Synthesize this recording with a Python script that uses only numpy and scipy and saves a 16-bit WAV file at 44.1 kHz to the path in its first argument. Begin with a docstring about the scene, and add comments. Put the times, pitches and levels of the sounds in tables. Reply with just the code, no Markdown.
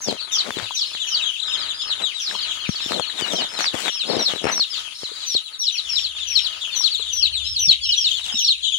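"""In a small pen lined with paper, under a lamp, day-old chicks peep: each call is a gliding sine with its octave.
Three near chicks repeat long falling calls over short near peeps and a random, reverberant crowd.
Feet scratch and tap as damped resonances; a hand rubs (band noise) and knocks (damped sines), mostly
on the left microphone. Noise bands flicker behind, a thin whistle steps and slides near 10 kHz,
and a low hum swells late."""
import sys
import numpy as np
from scipy import signal
from scipy.io import wavfile
from scipy.ndimage import uniform_filter1d

SR = 44100
rng = np.random.default_rng(int(sys.argv[2]) if len(sys.argv) > 2 else 0)


def file_out(sig):
    """Save sig as 16-bit WAV at sys.argv[1]."""
    # one column per channel
    cols = np.atleast_2d(sig).T
    # limit, then scale
    lim = np.clip(cols, -1, 1)
    pcm = np.round(lim * 32767).astype(np.int16)
    wavfile.write(sys.argv[1], SR, pcm)


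def to_linear_factor(level_db):
    """Convert decibel levels (scalar or array-like) to linear amplitude factors."""
    exponent = np.asarray(level_db, float) / 20
    return 10 ** exponent


N = 387198  # samples
LEFT_LAG_S = 0.0010945  # the left channel lags the right


def in_time(rows):
    """Linear interpolation turns the columns after t/s into signals."""
    s, *columns = np.transpose(rows)
    return [np.interp(np.arange(N) / SR, s, c) for c in columns]


def band(x, low_hz, high_hz):
    """A Butterworth band-pass attenuates steeply outside its two corners."""
    return signal.sosfilt(signal.butter(4, [low_hz, high_hz], "band", fs=SR, output="sos"), x)


def rms_one(x):
    """Normalisation by the root mean square sets the effective value to 1."""
    return x / np.sqrt(np.mean(x ** 2))


def drift(rate_hz):
    """Interpolated Gaussian values form a slow random modulator."""
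    steps = rng.standard_normal(int(N / SR * rate_hz) + 2)
    return np.interp(np.arange(N) / SR * rate_hz, np.arange(len(steps)), steps)


def pen(x, t60_s):
    """Reverberation between hard, close walls: convolution with decaying noise, independent for each ear."""
    t = np.arange(round(.4 * SR)) / SR
    tail = rng.standard_normal((2, len(t))) * to_linear_factor(-60 * t / t60_s) * (t > .002)
    early_echoes = (rng.random(tail.shape) < .01) * (t < .02)
    tail *= 1 + 4 * early_echoes
    unit_energy = tail / np.sqrt(np.sum(tail ** 2, 1, keepdims=True))
    return signal.fftconvolve(x, unit_energy, axes=1)[:, :N]


# Background spectrum: f/Hz of a band's upper edge, band level/dB in the left channel
AIR_SPECTRUM = [(30, -84.5), (600, -74.5), (1400, -71), (2200, -58), (4800, -43.5), (5600, -54.5),
                (7000, -41.5), (8600, -60.5), (12000, -61)]


def air():
    """Third-octave synthesis: noise bands fluctuate singly and together, weaker in the right channel."""
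    edges = 30 * 2 ** np.arange(0, 8.7, 1 / 3)
    hz, db = np.transpose(AIR_SPECTRUM)
    white = rng.standard_normal((2, 2, N))  # neighbouring bands use different noises
    together = drift(9)
    out = 0
    for k, (low, high) in enumerate(zip(edges, edges[1:])):
        level_db = np.interp(np.log(high), np.log(hz), db) + 4 * drift(15) + 4 * together
        right_db = -20 if 5000 < low < 9000 else -7  # the right is shaded from the low treble
        noise = rms_one(band(white[k % 2], low, high))
        out = out + to_linear_factor(level_db) * noise * to_linear_factor([[0], [right_db]])
    flicker = to_linear_factor(-68.5 + 4.5 * together + 4.5 * drift(30))  # the highest treble flickers
    return out + flicker * rms_one(band(white[0], 14300, 15900))


# Late whistle glides: t/s, f/Hz
WHISTLE_GLIDES = [(6.9, 9880), (7.6, 9520), (7.63, 9820), (8.05, 9580), (8.08, 9830), (8.5, 9570)]


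def whistle():
    """Frequency modulation: a tone steps through three pitches, later glides, and sits in narrow-band hiss."""
    steps_hz, round_s = np.array((9925, 9825, 9685)), .463  # one round holds three equal steps
    t = np.arange(N) / SR
    turn = (t / round_s + .1) % 1
    stepped_hz = steps_hz[(3 * turn).astype(int)]
    hz = np.where(t < WHISTLE_GLIDES[0][0], stepped_hz, in_time(WHISTLE_GLIDES)[0])
    waver = to_linear_factor(3 * drift(25))
    phase = 2 * np.pi * np.cumsum(hz + 15 * drift(40)) / SR
    tone = np.sin(phase) * to_linear_factor(-54) * waver
    hiss = rms_one(band(rng.standard_normal((2, N)), 9500, 10050))
    return tone + to_linear_factor(-56) * hiss


# How busy the feet are on the paper: t/s, level/dB before reverberation is added
FOOT_ACTIVITY = [(0, -49.5), (3.2, -43.5), (4.7, -51), (5.85, -58.5), (5.89, -50), (7.2, -48.5), (7.5, -64),
                 (8.78, -78)]


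def scuffle():
    """Impulsive excitation of resonators: claws scratch paper in flurries, each scratch ringing a few cycles."""
    base_rate_hz, pitches = 700, 12
    born = rng.random(N) < base_rate_hz * to_linear_factor(8 * drift(10.5)) / SR
    sizes = born * to_linear_factor(5 * np.minimum(rng.exponential(1, N), 4)) * rng.choice([-1, 1], N)
    dealt = rng.integers(0, pitches, N)
    out = np.zeros((2, N))
    for k, hz in enumerate(np.geomspace(1150, 2600, pitches)):
        r = to_linear_factor(-60 * hz / (12 * SR))  # 60 dB of decay in 12 cycles
        w = 2 * np.pi * hz / SR
        hits = sizes * (dealt == k) + 1e-18
        out[k % 2] += signal.lfilter([0, np.sin(w)], [1, -2 * r * np.cos(w), r * r], hits)
    left, right = out[0] + out[1], out[0] - 0.22 * out[1]
    direct = rms_one(np.array([left, to_linear_factor(-10) * right]))
    return to_linear_factor(in_time(FOOT_ACTIVITY)[0]) * (direct + 0.98 * pen(direct, t60_s=0.25))


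# Octave against the note: f/Hz of the octave, relative level/dB before each voice's own offset
OCTAVE_BALANCE = [(5000, -28), (7000, -16.5), (9000, -40), (12000, -23.5)]


def syrinx(out, s, hz, level, pan_db, octave_db=0, rasp_rad=0):
    """Phase modulation: a slower second vibration splits a raspy sine into sidebands; an octave is added."""
    rasp_hz, edge_s = 540, 0.015
    t = np.arange(len(hz)) / SR
    phase = 2 * np.pi * np.cumsum(hz) / SR + rasp_rad * np.sin(2 * np.pi * rasp_hz * t)
    edge = np.clip(np.minimum(t, t[-1] - t) / edge_s, 0, 1)
    octave = to_linear_factor(octave_db + np.interp(2 * hz, *np.transpose(OCTAVE_BALANCE)))
    breath = to_linear_factor(2.77 * np.interp(t * 150, np.arange(40), rng.standard_normal(40)))  # uneven
    voice = edge * level * breath * (np.sin(phase) + octave * np.sin(2 * phase))
    left_s = s + LEFT_LAG_S * (1 + .12 * rng.standard_normal())
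    for channel, at, gain in ((0, left_s, 1), (1, s, to_linear_factor(-pan_db))):
        i = round(at * SR)
        piece = voice[max(-i, 0):max(N - i, 0)]
        out[channel, max(i, 0):max(i, 0) + len(piece)] += gain * piece


def peeps(rows, places):
    """Frequency glide: each short peep falls along a power curve; place sets the left-right level difference."""
    out = np.zeros((2, N))
    for (s, length, first_hz, target_hz, db), place in zip(rows, places):
        u = np.linspace(0, 1, round(1.15 * length * SR))  # runs on past the target
        bend = np.interp(first_hz, [4100, 4900], [2.0, 1.1])  # low peeps hold, high ones fall at once
        fall = (1.15 * u) ** bend - 0.197 * (bend - 1) * u * (1 - u)
        hz = first_hz + (target_hz - first_hz) * fall
        syrinx(out, s, hz, to_linear_factor(db) * np.sin(np.pi * u) ** 0.06, 8 + 12 * place, octave_db=4.5)
    return out


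# Far chicks: t/s, relative level/dB
CROWD_LEVEL = [(0, -29.5), (1.1, -24), (5.1, -27.5), (6.5, -25.5), (8.78, -22.5)]


def crowd(count):
    """Superposition of random sources: far chicks peep at scattered times, each peep in its own place."""
    draw = rng.random((count, 6))
    s = (np.arange(count) + 3 * draw[:, 0]) / count * N / SR
    length = .03 + .045 * draw[:, 1]
    first_hz = 3300 + 1400 * draw[:, 2] ** 2
    target_hz = first_hz * (.66 + .17 * draw[:, 3])
    rows = np.c_[s, length, first_hz, target_hz, -18 * draw[:, 4]]
    return peeps(rows, draw[:, 5] - .3) * to_linear_factor(in_time(CROWD_LEVEL)[0] + 5.5)


# The microphones turn in the hand: t/s, left-right level/dB
MICROPHONE_FACING = [(0, 7.5), (2.5, 6.5), (5.2, 4), (6.8, 15), (7.6, 4.5), (8.78, 2)]


def long_calls(shape, calls, high_part_db, aside_db=0, rasp_rad=0):
    """Time and frequency scaling of one contour: the voice weakens in the drop, then falls louder."""
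    out = np.zeros((2, N))
    when, pitch = np.transpose(shape)
    for s, stretch, scale, fall_db in calls:
        high_db = fall_db + high_part_db
        pan_db = np.interp(s, *np.transpose(MICROPHONE_FACING)) + aside_db
        t = np.arange(when[0], when[-1], 1 / SR / stretch)
        levels_db = [high_db, high_db - 4, fall_db, fall_db - 3, fall_db - 5]
        db = np.interp(t, [-.01, 0, .008, .04, when[-1]], levels_db)
        hz = uniform_filter1d(scale * np.interp(t, when, pitch), size=60)
        rasp = rasp_rad * np.clip(.5 - t / 0.06, 0, 1)  # fades out around the drop
        syrinx(out, s + when[0] * stretch, hz, to_linear_factor(db), pan_db, rasp_rad=rasp)
    return out


# Raspy contour: t/s from the steep drop, f/Hz; both before scaling
RASP_CONTOUR = [(-.075, 6250), (-.045, 6050), (-.02, 5580), (0, 5090), (.02, 4170), (.04, 3740),
                (.055, 2840)]
# Raspy calls: t/s of the drop, length factor/1, pitch factor/1, level/dB of the falling part
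RASP_TIMES = [(.074, 0.9, 1.03, -17), (0.378, 0.85, 1.0, -13), (0.805, 0.95, 0.99, -16),
              (1.138, 1.0, 1.0, -15.5), (2.26, 0.9, 0.96, -18), (2.751, 1.12, 0.96, -25),
              (3.402, 1.17, 0.94, -19.5), (3.655, 0.79, 1, -15.5)]


def raspy_calls():
    """Sideband generation: phase modulation roughens the high part of one chick's falling call."""
    return long_calls(RASP_CONTOUR, RASP_TIMES, high_part_db=-8, aside_db=-4, rasp_rad=.75)


# Hand on the housing: t/s, length/s, low level/dB from pressure, crisp level/dB from speed; levels relative
RUB_STROKES = [(0.054, .12, -31, -53), (0.386, 0.17, -42.5, -57.5), (0.542, 0.13, -42.5, -55),
               (1.995, 0.061, -39.5, -56), (2.269, 0.13, -50.5, -52), (2.875, 0.14, -31, -48.5),
               (3.118, 0.35, -38.5, -52.5), (3.48, .24, -47, -54.5), (3.729, 0.17, -36, -44.5),
               (4.028, 0.24, -33, -61), (4.25, .15, -42, -52.5), (4.401, 0.2, -35.5, -55),
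               (8.129, 0.29, -65.5, -59)]


def rub():
    """Friction noise: skin slips on the housing in patchy scuffs and sharp ticks, mostly on the left."""
    papery_db = 8.5  # papery middle, above the mean of low and crisp
    t, stroke = np.arange(N) / SR, np.zeros((3, N))
    for s, length, low_db, crisp_db in RUB_STROKES:
        db = [low_db, papery_db + (low_db + crisp_db) / 2, crisp_db]
        stroke += to_linear_factor(np.c_[db]) * np.sin(np.pi * np.clip((t - s) / length, 0, 1)) ** .8
    ticks = (rng.random(N) < 160 / SR) * to_linear_factor(6 * np.minimum(rng.exponential(1, N), 3))
    tick_swell = 1 + 1.1 * signal.lfilter([1], [1, -.95], ticks)
    grains = rng.standard_normal((2, N)) * to_linear_factor(4 * drift(30)) * tick_swell
    edges = [170, 700, 2600, 8200, 15800]  # Hz
    low, paper, crisp, top = [rms_one(band(grains, a, b)) for a, b in zip(edges, edges[1:])]
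    # gains in dB, left then right
    soft = stroke[0] * to_linear_factor(4.8 * drift(28)) * low * to_linear_factor([[6], [-15]])
    papery = stroke[1] * to_linear_factor(6 * drift(19)) * paper * to_linear_factor([[7], [-9]])
    bright = stroke[2] * (crisp * to_linear_factor([[19], [4]]) + top)
    return soft + papery + bright


# Knocks: t/s, relative level/dB, thud f/Hz
KNOCK_HITS = [(0.075, -16.5, 250), (0.5064, -6, 1620), (0.126, -12, 586), (0.569, -15, 350),
              (.587, -10.5, 2090), (.5985, -11.5, 1500), (.95, -16.5, 1690), (2.691, -6.5, 198),
              (2.861, -20.5, 296), (2.9201, -8, 1230), (2.9322, -13, 1200), (2.997, -4, 870),
              (3.222, -14.5, 387), (3.742, -11, 306), (4.167, -8, 407), (4.336, -13, 484), (4.442, -7, 437),
              (4.454, -5.5, 475), (4.468, -9.5, 503), (4.4996, -18, 1490), (4.5172, -14, 905),
              (4.5796, -15, 1350), (4.5952, -14, 1140), (4.7572, -41, 1510), (5.033, -19.5, 447),
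              (5.35, -17, 446)]


def knocks():
    """Damped oscillation: a knock is a thud of about one cycle with a short noise snap, mostly on the left."""
    thuds, snaps = np.zeros((2, N))
    t = np.arange(round(.04 * SR)) / SR
    for s, db, hz in KNOCK_HITS:
        thud = to_linear_factor(db + 4) * np.sin(2 * np.pi * hz * t) * np.exp(-t * hz * 1.37)
        snap = to_linear_factor(db) * rng.standard_normal(len(t)) * np.exp(-t / 0.0013)
        thuds[round(s * SR):][:len(t)] += thud
        snaps[round(s * SR):][:len(t)] += snap
    mono = band(thuds, 82, 6000) + band(snaps, 920, 3000) + to_linear_factor(-10) * band(snaps, 5000, 9000)
    return mono * to_linear_factor([[0], [-24]])


# Near short peeps: t/s, nominal length/s, first f/Hz, relative level/dB
NEAR_PEEPS = [(0.309, 0.058, 3690, -18), (0.553, 0.042, 4100, -21.5), (0.757, 0.047, 3945, -19.5),
              (0.989, 0.054, 3620, -18.5), (1.107, 0.037, 3140, -18), (1.215, 0.034, 3860, -14.5),
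              (1.246, 0.06, 3300, -19), (1.393, 0.015, 4010, -8), (1.414, 0.025, 4130, -13.5),
              (1.515, 0.048, 3740, -16.5), (1.589, 0.083, 5320, -25), (1.673, 0.035, 4170, -18.5),
              (2.012, 0.068, 3975, -16), (2.134, 0.082, 3940, -24), (2.344, 0.069, 4290, -24),
              (2.4, 0.08, 5180, -25), (2.926, 0.069, 4270, -23), (3.166, 0.042, 3775, -19.5),
              (3.007, 0.066, 4400, -24.5), (3.207, 0.067, 5030, -26.5), (3.211, 0.047, 3030, -18),
              (3.273, 0.056, 3890, -21.5), (3.343, 0.071, 3206, -21), (3.365, 0.033, 3730, -21),
              (3.838, 0.067, 3890, -21), (4.086, 0.047, 4550, -20), (4.693, 0.1, 5440, -24.5),
              (5.504, .055, 4800, -38), (5.6, 0.044, 4120, -29), (6.172, 0.066, 3800, -24.5),
              (6.905, 0.057, 4630, -15.5), (6.973, 0.059, 4260, -20), (7.321, 0.07, 4173, -18),
              (7.397, 0.069, 3620, -22), (7.884, 0.028, 3040, -12.5), (7.969, 0.034, 3392, -15),
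              (8.104, 0.021, 3380, -10), (8.11, 0.075, 3650, -18.5), (8.344, 0.066, 3820, -18.5),
              (8.626, 0.058, 3550, -16), (8.643, 0.058, 4000, -17), (8.716, 0.041, 3474, -13.5)]


def near_peeps():
    """Relaxation of a tense vibrator: every near peep sags toward the pitch of the slack syrinx."""
    slack_hz, fall_share = 2632, 0.64  # the target lies this share of the way to the slack pitch
    s, length, first_hz, db = np.transpose(NEAR_PEEPS)
    target_hz = first_hz - fall_share * (first_hz - slack_hz)
    return peeps(np.c_[s, length, first_hz, target_hz, db], rng.random(len(NEAR_PEEPS)))


# Feet and beaks on the floor: t/s, relative level/dB, f/Hz
FLOOR_TAPS = [(0.62, -39, 107), (0.707, -23.5, 990), (2.311, -22, 1627), (2.35, -24.5, 1010),
              (3.098, -26.5, 1840), (5.114, -33.5, 435), (6.806, -29.5, 1020), (6.994, -35, 450),
              (7.674, -34, 158), (8.339, -33, 234.7)]


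def taps():
    """Impact resonance: a tap rings a few damped cycles and reaches the left microphone later but louder."""
    out = np.zeros(N)
    t = np.arange(round(.08 * SR)) / SR
    for s, db, hz in FLOOR_TAPS:
        envelope = np.exp(-t * hz * 0.44) * np.minimum(t * hz, 1)
        out[round(s * SR):][:len(t)] += to_linear_factor(db + 11) * np.sin(2 * np.pi * hz * t) * envelope
    return np.array([np.roll(out, round(LEFT_LAG_S * SR)), to_linear_factor(-11) * out])


# Arched contour: t/s from the steep drop, f/Hz; both before scaling
ARCH_CONTOUR = [(-.12, 4920), (-.09, 5300), (-.05, 5400), (-.01, 5230), (0, 4900), (.009, 4250),
                (.036, 3650), (.056, 2500)]
# Arched calls: t/s of the drop, length factor/1, pitch factor/1, level/dB of the falling part
ARCH_TIMES = [(.935, 0.75, 0.96, -26), (1.57, .92, .97, -23), (1.815, .7, .92, -21),
              (1.897, .8, .985, -16.5), (2.385, 1, 1.01, -24), (2.91, 0.9, 1.0, -24),
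              (3.585, 0.89, .985, -24), (4.185, 1.05, .975, -21), (4.515, .75, 1.01, -24),
              (5.035, 0.8, 1.02, -25), (6.036, .8, 1.035, -14.5), (6.44, .75, 1.025, -13),
              (7.556, 0.97, 1, -16), (7.917, 0.78, 1.01, -13), (8.44, 1.05, 1.01, -17)]


def arched_calls():
    """Frequency glide: one chick's pitch rises in an arch before its steep drop."""
    return long_calls(ARCH_CONTOUR, ARCH_TIMES, high_part_db=-10.5, aside_db=-3)


# Stepped contour: t/s from the steep drop, f/Hz; both before scaling
STEP_CONTOUR = [(-.1, 5997), (-.05, 5787), (-.008, 5303), (0, 5123), (.008, 4350), (.047, 3590),
                (.066, 2370)]
# Stepped calls: t/s of the drop, length factor/1, pitch factor/1, level/dB of the falling part
STEP_TIMES = [(3.991, 0.99, 0.96, -17.5), (4.256, 0.72, 0.98, -12), (4.595, 0.84, 1.017, -11),
              (5.338, 0.78, 1.016, -12.5), (5.663, 0.77, 0.98, -10.5), (5.776, .6, 1.013, -15.5),
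              (5.954, 0.68, .94, -11), (6.351, 0.83, 1.005, -9), (6.834, 0.84, 1.017, -8.5),
              (7.222, 1, 1.01, -9.5), (7.682, 0.95, 1.01, -7), (8.039, 0.82, 0.99, -10),
              (8.475, 1, 1.01, -10.5)]


def stepped_calls():
    """Frequency glide: one chick's pitch sinks, drops in a steep step, then sinks on."""
    return long_calls(STEP_CONTOUR, STEP_TIMES, high_part_db=-8.5)


# Hum swell: t/s, relative level/dB
HUM_LEVEL = [(5.86, -57.5), (6.45, -57), (6.6, -71), (6.9, -68), (7.0, -54), (7.5, -42.5), (7.9, -51),
             (8.78, -63)]


def hum():
    """Amplitude modulation: a wavering low tone and low-band noise, the same wave in both ears, softer right."""
    t = np.arange(N) / SR
    tone = np.sin(2 * np.pi * 69 * t) * to_linear_factor(2 * drift(22))
    rumble = 0.45 * rms_one(band(rng.standard_normal(N), 50, 114))
    swell = to_linear_factor(in_time(HUM_LEVEL)[0] + 4) * (t > HUM_LEVEL[0][0])
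    return (tone + rumble) * swell * to_linear_factor([[0], [-7]])


def scene():
    """Linear superposition: direct and reverberant chicks, their feet, the hand and the background."""
    near = raspy_calls() + near_peeps() + arched_calls() + stepped_calls()
    far = crowd(count=420)
    reverberant = pen(to_linear_factor(-5) * near + to_linear_factor(-6) * far, t60_s=0.17)
    chicks = near + to_linear_factor(-4.5) * far + reverberant
    return air() + whistle() + scuffle() + chicks + rub() + knocks() + taps() + hum()


def low_pass(x):
    """Removes everything above the highest recorded frequency."""
    return signal.sosfilt(signal.butter(12, 17010, fs=SR, output="sos"), x)


def record(dry):
    """Unity gain: the finished mix is passed on without equalisation or added noise."""
    return low_pass(dry)


dry = scene()
out = record(dry)
file_out(out)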